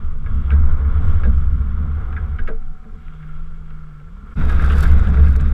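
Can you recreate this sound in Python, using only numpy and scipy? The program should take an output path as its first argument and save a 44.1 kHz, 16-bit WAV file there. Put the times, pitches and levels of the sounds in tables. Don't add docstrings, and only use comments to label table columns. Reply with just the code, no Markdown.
import sys
import numpy as np
from scipy import signal
from scipy.fft import rfft, irfft, next_fast_len
from scipy.io import wavfile
from scipy.ndimage import uniform_filter1d

SR = 44100
rng = np.random.default_rng(int(sys.argv[2]) if len(sys.argv) > 2 else 0)


def store_wav(level_fs):
    pcm = np.round(np.clip(np.atleast_2d(level_fs), -1, 1) * 32767)
    wavfile.write(sys.argv[1], SR, pcm.T.astype(np.int16))


N = 243873
TIME = np.arange(N) / SR
CUT_OUT_S, CUT_IN_S = 4.347, 4.353
SPEED_REF_DB, ROLL_REF_DB = -20, -45
BUMP_RISE_DB_PER_S, SWING_FALL_DB_PER_S, JOLT_FALL_DB_PER_S = 302, 25, 76

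# time_s, level_db
SPEED_SLOWING = [(0.198, -31), (0.33, -19), (.7, -20), (1.4, -16), (1.949, -24), (2.348, -23.5),
                 (2.55, -40.5), (2.78, -45.5), (3.6, -39), (4.0, -45.5), (4.3, -39.5)]
SPEED_FAST = [(4.381, -17), (4.9, -12), (5.52, -18)]
# peak_s, swing_db, jolt_db, jolt_hz
BUMPS = [(0.038, -15.5, -26.5, 71.9), (0.545, -10, -10, 70.57), (.88, -22, -14.5, 69),
         (1.068, -12, -14.5, 84.27), (1.3, -20, -14.5, 57.5), (1.53, -39, -13.5, 57.22),
         (1.821, -34.5, -16.5, 73.3), (2.199, -36.5, -21, 78), (2.42, -15.5, -36, 70),
         (2.93, -59, -38, 76.1), (3.331, -20.5, -49, 71.4), (4.41, -15.5, -26, 70),
         (4.9, -12.5, -13, 71.84), (5.201, -19, -9.5, 71.1)]
# centre_hz, width_hz, gain_db
SWAY_MODES = [(15.76, 2.43, 2), (24.4, 1.1, -8.5)]
BUFFET_MODES = [(24.2, 14, -15.5), (33.86, 4.8, 8)]
MOUNT_MODES = [(56.6, 18.7, -4), (70.05, 7.2, 2), (82.7, 21, -10.5)]
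PANEL_MODES_SLOWING = [(137.6, 5.2, -3.5), (154.1, 17, -2.5), (185.7, 19, -9), (209.8, 2.7, -8),
                       (224, 5.4, -9.5), (253.5, 18, -14)]
PANEL_MODES_FAST = [(124, 32, -14.5), (150, 33.4, 1), (194.5, 31, -6), (242.5, 37.5, -10)]
ROAR_MODES = [(337, 139, 3), (440.5, 29, 0), (490, 74, -2.5), (697, 120, -4.5), (990, 410, -1)]
# time_s, gain
DRONE_SHARE = [(2.95, 1), (3.1, 0.37), (4.05, 0.44), (4.2, 0.74)]
# time_s, level_db
ROLL_SLOWING = [(0.04, -50.5), (.2, -54), (.29, -48), (.45, -46.5), (.55, -42.5), (1.15, -41.5), (1.5, -49),
                (2.1, -45), (2.45, -50.5), (2.6, -59), (2.98, -58.5), (3.24, -57.5), (3.55, -58),
                (4.1, -59), (4.32, -53)]
ROLL_FAST = [(4.37, -39.5), (4.55, -35.5), (4.852, -34.5), (5.06, -40), (5.25, -40), (5.349, -44.5),
             (5.519, -44)]
# freq_hz, gain_db
CRUNCH_EQ_SLOWING = [(600, -28.5), (880, -14.5), (1080, 0), (1400, 4), (1540, -6.5), (1700, -7),
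                     (1850, -16), (2080, -11), (2300, -15.5), (2560, -25), (3300, -23.5), (3650, -26),
                     (3920, -32.5), (4150, -41), (5200, -45), (9000, -52), (15000, -71)]
CRUNCH_EQ_FAST = [(600, -7.5), (920, -14), (1150, -0.5), (1400, 4.5), (1620, -1), (1870, -10), (2100, -7),
                  (2300, -12), (2550, -12), (2950, -20), (3300, -17), (3750, -16), (4250, -32),
                  (4650, -27.5), (6300, -35), (9000, -40.5), (15000, -62)]
# start_s, knock_db, clatter_s, crack_db, crack_hz, thud_db, tilt_db_per_octave
STONES = [(0.262, -46.5, 0.01, -61, 2350, -55.5, 4), (.505, -40, 0.0013, -45, 2068, -51.5, 2),
          (0.513, -38, 0.021, -52, 2160, -42, -4), (1.235, -38.5, 0.0034, -54, 2280, -60, 1.5),
          (1.246, -45, .016, -57.5, 3400, -41, -13), (2.127, -47.5, 0.0021, -64, 2090, -66.5, 8),
          (2.164, -39, 0.0094, -51, 1970, -56, -5), (2.386, -38.5, 0.012, -52, 2240, -53.5, -12),
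          (2.474, -39, 0.013, -48.5, 2250, -40.5, 10), (2.488, -44, 0.0039, -53, 2330, -41.5, 0.5),
          (2.841, -61, .004, -74, 2100, -59, -11), (2.92, -68, .004, -79, 2100, -59.5, -13),
          (3.082, -69, 0.004, -59.5, 2230, -80, -2), (3.228, -55.5, 0.0054, -65, 2380, -72, -2),
          (3.704, -57, .005, -63, 2480, -65, -10), (4.0, -62, 0.0059, -71, 2490, -67, -4),
          (4.411, -40.5, 0.0056, -58.5, 2240, -69, 0), (4.495, -39, 0.0079, -48, 2540, -65, 0),
          (4.564, -47, 0.0032, -61, 2520, -60, 0), (4.594, -36.5, .004, -65, 2260, -58, 4),
          (4.638, -40, 0.0053, -51, 2550, -58, 3), (4.7, -42, 0.013, -42, 2500, -46, -11.5),
          (4.725, -38, 0.011, -44, 2570, -51, -1), (4.833, -37, 0.0031, -47, 3460, -51, 0),
          (4.851, -37, 0.0062, -56, 2500, -54, 2), (4.9, -45.5, 0.011, -52, 2430, -54, -5),
          (5.072, -43.5, .0061, -49, 2650, -45.5, -2), (5.17, -41, 0.0035, -61, 2300, -40.5, 2),
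          (5.27, -44, .004, -53, 2600, -49.5, 0), (5.353, -46, 0.0073, -54, 2200, -49, -11.5),
          (5.397, -43, 0.011, -51.5, 2880, -56, 0)]
# pitch_hz, gain_db, t60_s
ARCH_MODES = [(1268, -1.5, 0.016), (1414, -2, 0.013), (1542, -3, .05), (1662, -2.5, .065),
              (1683, -8.5, 0.03), (1900, -13, 0.025), (2290, -13.5, 0.022), (3370, -27.5, 0.019),
              (3690, -20, 0.015), (5050, -23, .008)]
DOOR_MODES = [(215, -0.5, 0.17), (298, -13, 0.084), (345, -6.5, 0.061), (442.2, 2, 0.13), (459, -8.5, .06),
              (550, -11, 0.033), (630, -11, 0.075)]
# time_s, pitch_hz, relative_db
ENGINE = [(2.97, 155.8, -65), (3.06, 157.4, -39), (3.22, 153.2, -27), (3.36, 155.3, -30.5),
          (3.52, 162, -34), (3.66, 155.5, -32.5), (3.83, 154.6, -31), (4.02, 146.6, -35),
          (4.19, 194.2, -39.5), (4.3, 207, -52)]
JUDDER = [(4.0, 27.33, -72), (4.1, 33.08, -40), (4.2, 43.3, -34.5), (4.33, 60.8, -49)]
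# time_s, level_db
SCRUB = [(0, -74), (1.2, -57.5), (2.3, -50.5), (2.7, -58.5), (2.95, -60), (3.06, -54.5), (3.26, -51.5),
         (3.4, -56), (3.6, -56.5), (3.9, -54), (4.15, -59.5), (4.3, -52.5)]
SCRAPE = [(.05, -64), (.22, -69), (.3, -62.5), (.53, -59), (.62, -77), (.85, -66.5), (.97, -61),
          (1.09, -57), (1.2, -59.5), (1.5, -66.5), (2.3, -68), (2.6, -76), (2.96, -74), (3.05, -62.5),
          (3.27, -66), (3.5, -69), (4.0, -74), (4.3, -69.5)]
BRAKE = [(1.6, -94), (1.9, -61.5), (2.1, -53), (2.6, -57.5), (3.0, -63), (3.3, -65.5), (3.6, -77),
         (3.9, -90)]
# start_s, relative_peak_db, brightness_db
TICKS = [(0.3321, -67, -31), (1.1277, -56, -12), (1.295, -52, -19), (1.379, -56, -21),
         (2.4796, -51.5, -22.5), (2.4834, -51, -25), (4.3984, -50, -2), (4.4527, -42, -4),
         (4.497, -38, -11), (4.6216, -40, -7), (4.6455, -37, -13), (4.665, -47, -6), (4.72, -38, -14),
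         (4.782, -35, -9), (4.807, -29, -7), (4.8279, -34, -2), (4.836, -32, -11), (4.8584, -48, -17),
         (4.9038, -48, -9), (4.9164, -40.5, -5), (4.9826, -44, -20), (4.996, -40.5, -22),
         (5.0345, -46.5, -26), (5.0727, -45, -20), (5.0868, -45, -16), (5.1008, -45, -12),
         (5.171, -50, -18), (5.1842, -49, -19), (5.2834, -45.5, -25), (5.3043, -44, -23), (5.3288, -47, -8),
         (5.3621, -36.5, -10.5), (5.4024, -48, -18), (5.41, -40.5, -26), (5.489, -47, -18)]
# peak_s, level_db
SAND_GUSTS = [(0.351, -73.5), (.52, -68.5), (1.091, -63), (1.2, -69.5), (1.379, -68.5), (1.58, -70),
              (4.53, -59), (4.64, -63), (4.78, -50.5), (4.83, -48), (4.92, -66.5), (5.28, -60.5)]
# freq_hz, gain_db
SCRUB_EQ = [(900, -19), (1150, 0.5), (1270, 4), (1350, 17), (1450, 6), (1700, 1.5), (1880, -7), (2200, -2),
            (2550, -14.5), (3300, -14), (4000, -27.5), (6000, -34)]
SCRAPE_EQ = [(1000, -22.5), (1850, -9.5), (2220, 0.5), (2550, -5), (2830, 0.5), (3050, -6), (3300, 2),
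             (3550, -9), (3850, -9.5), (4150, -24.5), (9000, -39)]
SAND_EQ_SLOWING = [(2000, 0), (4300, -3.5), (5300, 2.5), (6700, -8), (7800, 2.5), (9000, -9),
                   (15000, -29.5)]
SAND_EQ_FAST = [(2000, -1.5), (3700, 11.5), (4250, 8.5), (4650, 14.5), (5300, 8.5), (6500, 1), (7700, 8.5),
                (8800, -2.5), (10500, 5.5), (12500, -1), (13700, 0.5), (15500, -6)]
HISS_EQ = [(1000, 1), (4500, -0.5), (6500, -5), (7700, -2.5), (9000, -11.5), (10500, -12), (12300, -10),
           (13200, -20.5), (15000, -28.5)]

# level_at_reference_db, slope_db_per_db
SWAY_LAW, BUFFET_LAW_SLOWING, BUFFET_LAW_FAST = (-24.5, 1), (-26, 0.6), (-20, 0.18)
DRONE_LAW_SLOWING, DRONE_LAW_FAST = (-34, 0.5), (-28, 0.65)
SPRAY_LAW, ROAR_LAW_SLOWING, ROAR_LAW_FAST = (-80, 0.88), (-47, 0.97), (-43.5, 0.72)


def mount_shake(speed, buffet_law):
    rattle_db, = curves(speed)
    speed_db = rattle_db - SPEED_REF_DB
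    peaks_s, swings_db, _, _ = np.transpose(BUMPS)
    swing = swells(peaks_s, swings_db, BUMP_RISE_DB_PER_S, SWING_FALL_DB_PER_S)
    sway = np.hypot(follow(speed_db, SWAY_LAW), swing) * shaken(SWAY_MODES, steady_s=0.41)
    buffet = follow(speed_db, buffet_law) * shaken(BUFFET_MODES, steady_s=0.074)
    rattle = from_db(rattle_db) * shaken(MOUNT_MODES, steady_s=0.11)
    return sway + buffet + rattle


def jolts():
    unsteady_s = np.cumsum(1 + 0.025 * drift(18.3)) / SR
    out = np.zeros(N)
    for peak_s, _, db, hz in BUMPS:
        envelope = swells([peak_s], [db], BUMP_RISE_DB_PER_S, JOLT_FALL_DB_PER_S)
        out += envelope * np.sqrt(2) * np.sin(2 * np.pi * (hz * unsteady_s + rng.random()))
    return out


def panel_drone(speed, modes, law):
    speed_db, = curves(speed)
    share, = curves(DRONE_SHARE)
    peaks_s, _, jolts_db, _ = np.transpose(BUMPS)
    jolt = swells(peaks_s, jolts_db, BUMP_RISE_DB_PER_S, JOLT_FALL_DB_PER_S)
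    shake_db = 20 * np.log10(np.hypot(from_db(speed_db), jolt)) - SPEED_REF_DB
    return share * follow(shake_db, law) * from_db(2.0 * drift(8.3)) * shaken(modes, steady_s=0.21)


def tyre_roar(roll, law):
    roll_db = curves(roll)[0] - ROLL_REF_DB
    return follow(roll_db, law) * from_db(1.9 * drift(28)) * shaken(ROAR_MODES, steady_s=0.028)


def crunch(roll, eq, gain_db, max_per_s, spread_db, flutter_db):
    roll_db, = curves(roll)
    per_s = max_per_s * from_db(0.54 * (roll_db - roll_db.max()))
    contacts = grains(per_s, spread_db, clump_db=1.3)
    contacts /= np.sqrt(uniform_filter1d(contacts ** 2, SR // 6) + 1e-6)
    return from_db(roll_db + gain_db + flutter_db * drift(34)) * unit_rms(colour(contacts, eq))


def stones(first_blow=1.9, bounces_per_s=3500, thud_delay_s=0.004, tumble_s=0.014, case_cutoff_hz=3500):
    out, age_s = np.zeros(N + SR), TIME[:SR // 4]
    for start_s, knock_db, clatter_s, crack_db, crack_hz, thud_db, tilt_db in STONES:
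        bounces = (rng.random(len(age_s)) < bounces_per_s / SR) * np.sign(rng.standard_normal(len(age_s)))
        force = first_blow * (age_s == 0) + bounces * np.exp(-age_s / clatter_s)
        crack = from_db(crack_db) * unit_hit(bandpass(force, [crack_hz / 1.27, crack_hz * 1.27]))
        tumble = noise_burst(np.maximum(age_s - thud_delay_s, 0), tumble_s)
        hit = arch_knock(force, knock_db) + crack + door_thud(tumble, thud_db, tilt_db)
        start = round(start_s * SR)
        out[start:start + len(hit)] += hit
    return signal.sosfilt(signal.butter(4, case_cutoff_hz, fs=SR, output="sos"), out[:N])


def arch_knock(force, level_db, vary_db=2.5):
    out = 0
    for k, (hz, db, t60_s) in enumerate(ARCH_MODES):
        favour, detune = rng.standard_normal(2)
        mode = unit_hit(ring(force, hz * (1 + 0.01 * detune), t60_s))
        out += (-1) ** k * from_db(level_db + db + vary_db * favour) * mode
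    return out


def door_thud(force, level_db, tilt_db_per_octave):
    out, pivot_hz = 0, DOOR_MODES[3][0]
    for hz, db, t60_s in DOOR_MODES:
        tilt_db = tilt_db_per_octave * np.log2(hz / pivot_hz)
        out += from_db(level_db + db + tilt_db) * unit_hit(ring(force, hz, t60_s))
    return out


def engine():
    hz, db = curves(ENGINE)
    phase = phase_rad(hz * (1 + 0.0052 * drift(27)))
    hum = np.sin(phase) + from_db(-14.5) * np.sin(phase / 2) + from_db(-33.5) * np.sin(2 * phase)
    return from_db(db - 4.5 + 0.9 * drift(20)) * hum


def judder():
    hz, db = curves(JUDDER)
    return from_db(db + 1.5 * drift(12)) * np.sin(phase_rad(hz))


def scrub():
    db, = curves(SCRUB)
    return from_db(db) * unit_rms(colour(grains(2200, spread_db=1.5, clump_db=3.0), SCRUB_EQ))


def brake(pitch_hz=750):
    db, = curves(BRAKE)
    return from_db(db + 0.3 * drift(7.2)) * np.sin(phase_rad(pitch_hz * (1 + 0.003 * drift(12))))


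def scrape():
    db, = curves(SCRAPE)
    return from_db(db) * unit_rms(colour(grains(6000, spread_db=2.0, clump_db=2.5), SCRAPE_EQ))


def grit_ticks(decay_s=0.0013):
    out, age_s = np.zeros(N), TIME[:SR // 80]
    for start_s, db, brightness_db in TICKS:
        start = round(start_s * SR)
        for band_hz, band_db in (([3200, 9000], -0.5), ([9500, 14500], brightness_db + 1.5)):
            tick = bandpass(noise_burst(age_s, decay_s), band_hz)
            out[start:start + len(tick)] += from_db(db + band_db) * tick / np.abs(tick).max()
    return out


def sand_spray():
    roll_db = curves(ROLL_SLOWING + ROLL_FAST)[0] - ROLL_REF_DB
    gusts = swells(*np.transpose(SAND_GUSTS), rise_db_per_s=75.5, fall_db_per_s=126.5)
    slow = unit_rms(colour(grains(900, spread_db=2.0, clump_db=3.0), SAND_EQ_SLOWING))
    fast = unit_rms(colour(grains(2200, spread_db=5.0, clump_db=7.0), SAND_EQ_FAST))
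    return np.hypot(follow(roll_db, SPRAY_LAW), gusts) * np.where(TIME < CUT_IN_S, slow, fast)


def hiss(level_db=-71):
    return from_db(level_db) * unit_rms(colour(rng.standard_normal(N), HISS_EQ))


def shaken(modes, steady_s):
    hz, out = np.fft.rfftfreq(N, 1 / SR) + 1e-3, 0
    for centre_hz, width_hz, db in modes:
        response = 1 / (1 + 1j * (hz - centre_hz ** 2 / hz) / (2 * width_hz)) ** 2
        response /= 1 + ((hz - centre_hz) / (2 * width_hz)) ** 2
        out += from_db(db) * unit_rms(irfft(rfft(rng.standard_normal(N)) * response, N))
    return out / np.sqrt(uniform_filter1d(out ** 2, int(steady_s * SR) + 1) + 1e-12)


def grains(per_s, spread_db, clump_db):
    born = rng.random(N) < per_s * from_db(clump_db * drift(25)) / SR
    sizes = from_db(spread_db * np.minimum(rng.exponential(1, N), 4))
    return unit_rms(born * sizes * rng.choice([-1, 1], N))


def noise_burst(age_s, decay_s):
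    return rng.standard_normal(len(age_s)) * np.sqrt(age_s) * np.exp(-age_s / decay_s)


def ring(force, hz, t60_s):
    radius, step_rad = from_db(-60 / (t60_s * SR)), 2 * np.pi * hz / SR
    feedback = [1, -2 * radius * np.cos(step_rad), radius ** 2]
    return signal.lfilter([0, np.sin(step_rad)], feedback, force + 1e-18)


def colour(x, eq):
    size = next_fast_len(N + SR // 2) * 2
    hz, db = np.transpose(eq)
    bin_db = np.interp(np.log(np.fft.rfftfreq(size, 1 / SR) + 1), np.log(hz), db)
    cepstrum = irfft(np.log(from_db(bin_db)), size)
    cepstrum[1:size // 2] *= 2
    cepstrum[size // 2 + 1:] = 0
    return irfft(rfft(x, size) * np.exp(rfft(cepstrum)), size)[:N]


def bandpass(x, band_hz):
    return signal.sosfilt(signal.butter(3, band_hz, "band", fs=SR, output="sos"), x)


def swells(peaks_s, peaks_db, rise_db_per_s, fall_db_per_s):
    power = 0
    for peak_s, db in zip(peaks_s, peaks_db):
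        drop_db = np.maximum(rise_db_per_s * (peak_s - TIME), fall_db_per_s * (TIME - peak_s))
        power += from_db(db - drop_db) ** 2
    return np.sqrt(power)


def drift(rate_hz):
    hz = np.fft.rfftfreq(N, 1 / SR)
    return unit_rms(irfft(rfft(rng.standard_normal(N)) / (1 + (hz / rate_hz) ** 2), N))


def follow(control_db, law):
    level_db, slope = law
    return from_db(level_db + slope * control_db)


def curves(rows):
    times_s, *columns = np.transpose(rows)
    return [np.interp(TIME, times_s, column) for column in columns]


def phase_rad(hz):
    return 2 * np.pi * np.cumsum(hz) / SR


def from_db(db):
    return 10 ** (np.asarray(db) / 20)


def unit_rms(x):
    return x / np.sqrt(np.mean(x ** 2) + 1e-20)


def unit_hit(x):
    return x / np.sqrt(np.mean(x[:SR // 25] ** 2) + 1e-20)


def scene():
    slowing = mount_shake(SPEED_SLOWING, BUFFET_LAW_SLOWING) + jolts()
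    slowing += panel_drone(SPEED_SLOWING, PANEL_MODES_SLOWING, DRONE_LAW_SLOWING)
    slowing += tyre_roar(ROLL_SLOWING, ROAR_LAW_SLOWING)
    slowing += engine() + judder() + brake() + scrub() + scrape()
    slowing += crunch(ROLL_SLOWING, CRUNCH_EQ_SLOWING,
                      gain_db=0.5, max_per_s=7000, spread_db=1.5, flutter_db=1.0)
    fast = mount_shake(SPEED_FAST, BUFFET_LAW_FAST) + jolts()
    fast += panel_drone(SPEED_FAST, PANEL_MODES_FAST, DRONE_LAW_FAST)
    fast += tyre_roar(ROLL_FAST, ROAR_LAW_FAST)
    fast += crunch(ROLL_FAST, CRUNCH_EQ_FAST, gain_db=1.7, max_per_s=4300, spread_db=1.0, flutter_db=1.53)
    fade_out = np.clip((CUT_OUT_S - TIME) / 0.012, 0, 1)
    fade_in = np.clip((TIME - CUT_IN_S) / 0.026, 0, 1)
    return (fade_out * slowing + fade_in * fast + hiss() + stones() + sand_spray() + grit_ticks())[None]


def record(dry):
    ceiling, stopband_hz = 0.93, 16700
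    limited = dry / (1 + np.abs(dry / ceiling) ** 8) ** (1 / 8)
    faded = limited * np.clip(np.minimum(TIME, TIME[-1] - TIME) / 0.004, 0, 1)
    return signal.sosfilt(signal.cheby2(12, 70, stopband_hz, fs=SR, output="sos"), faded)


dry = scene()
out = record(dry)
store_wav(out)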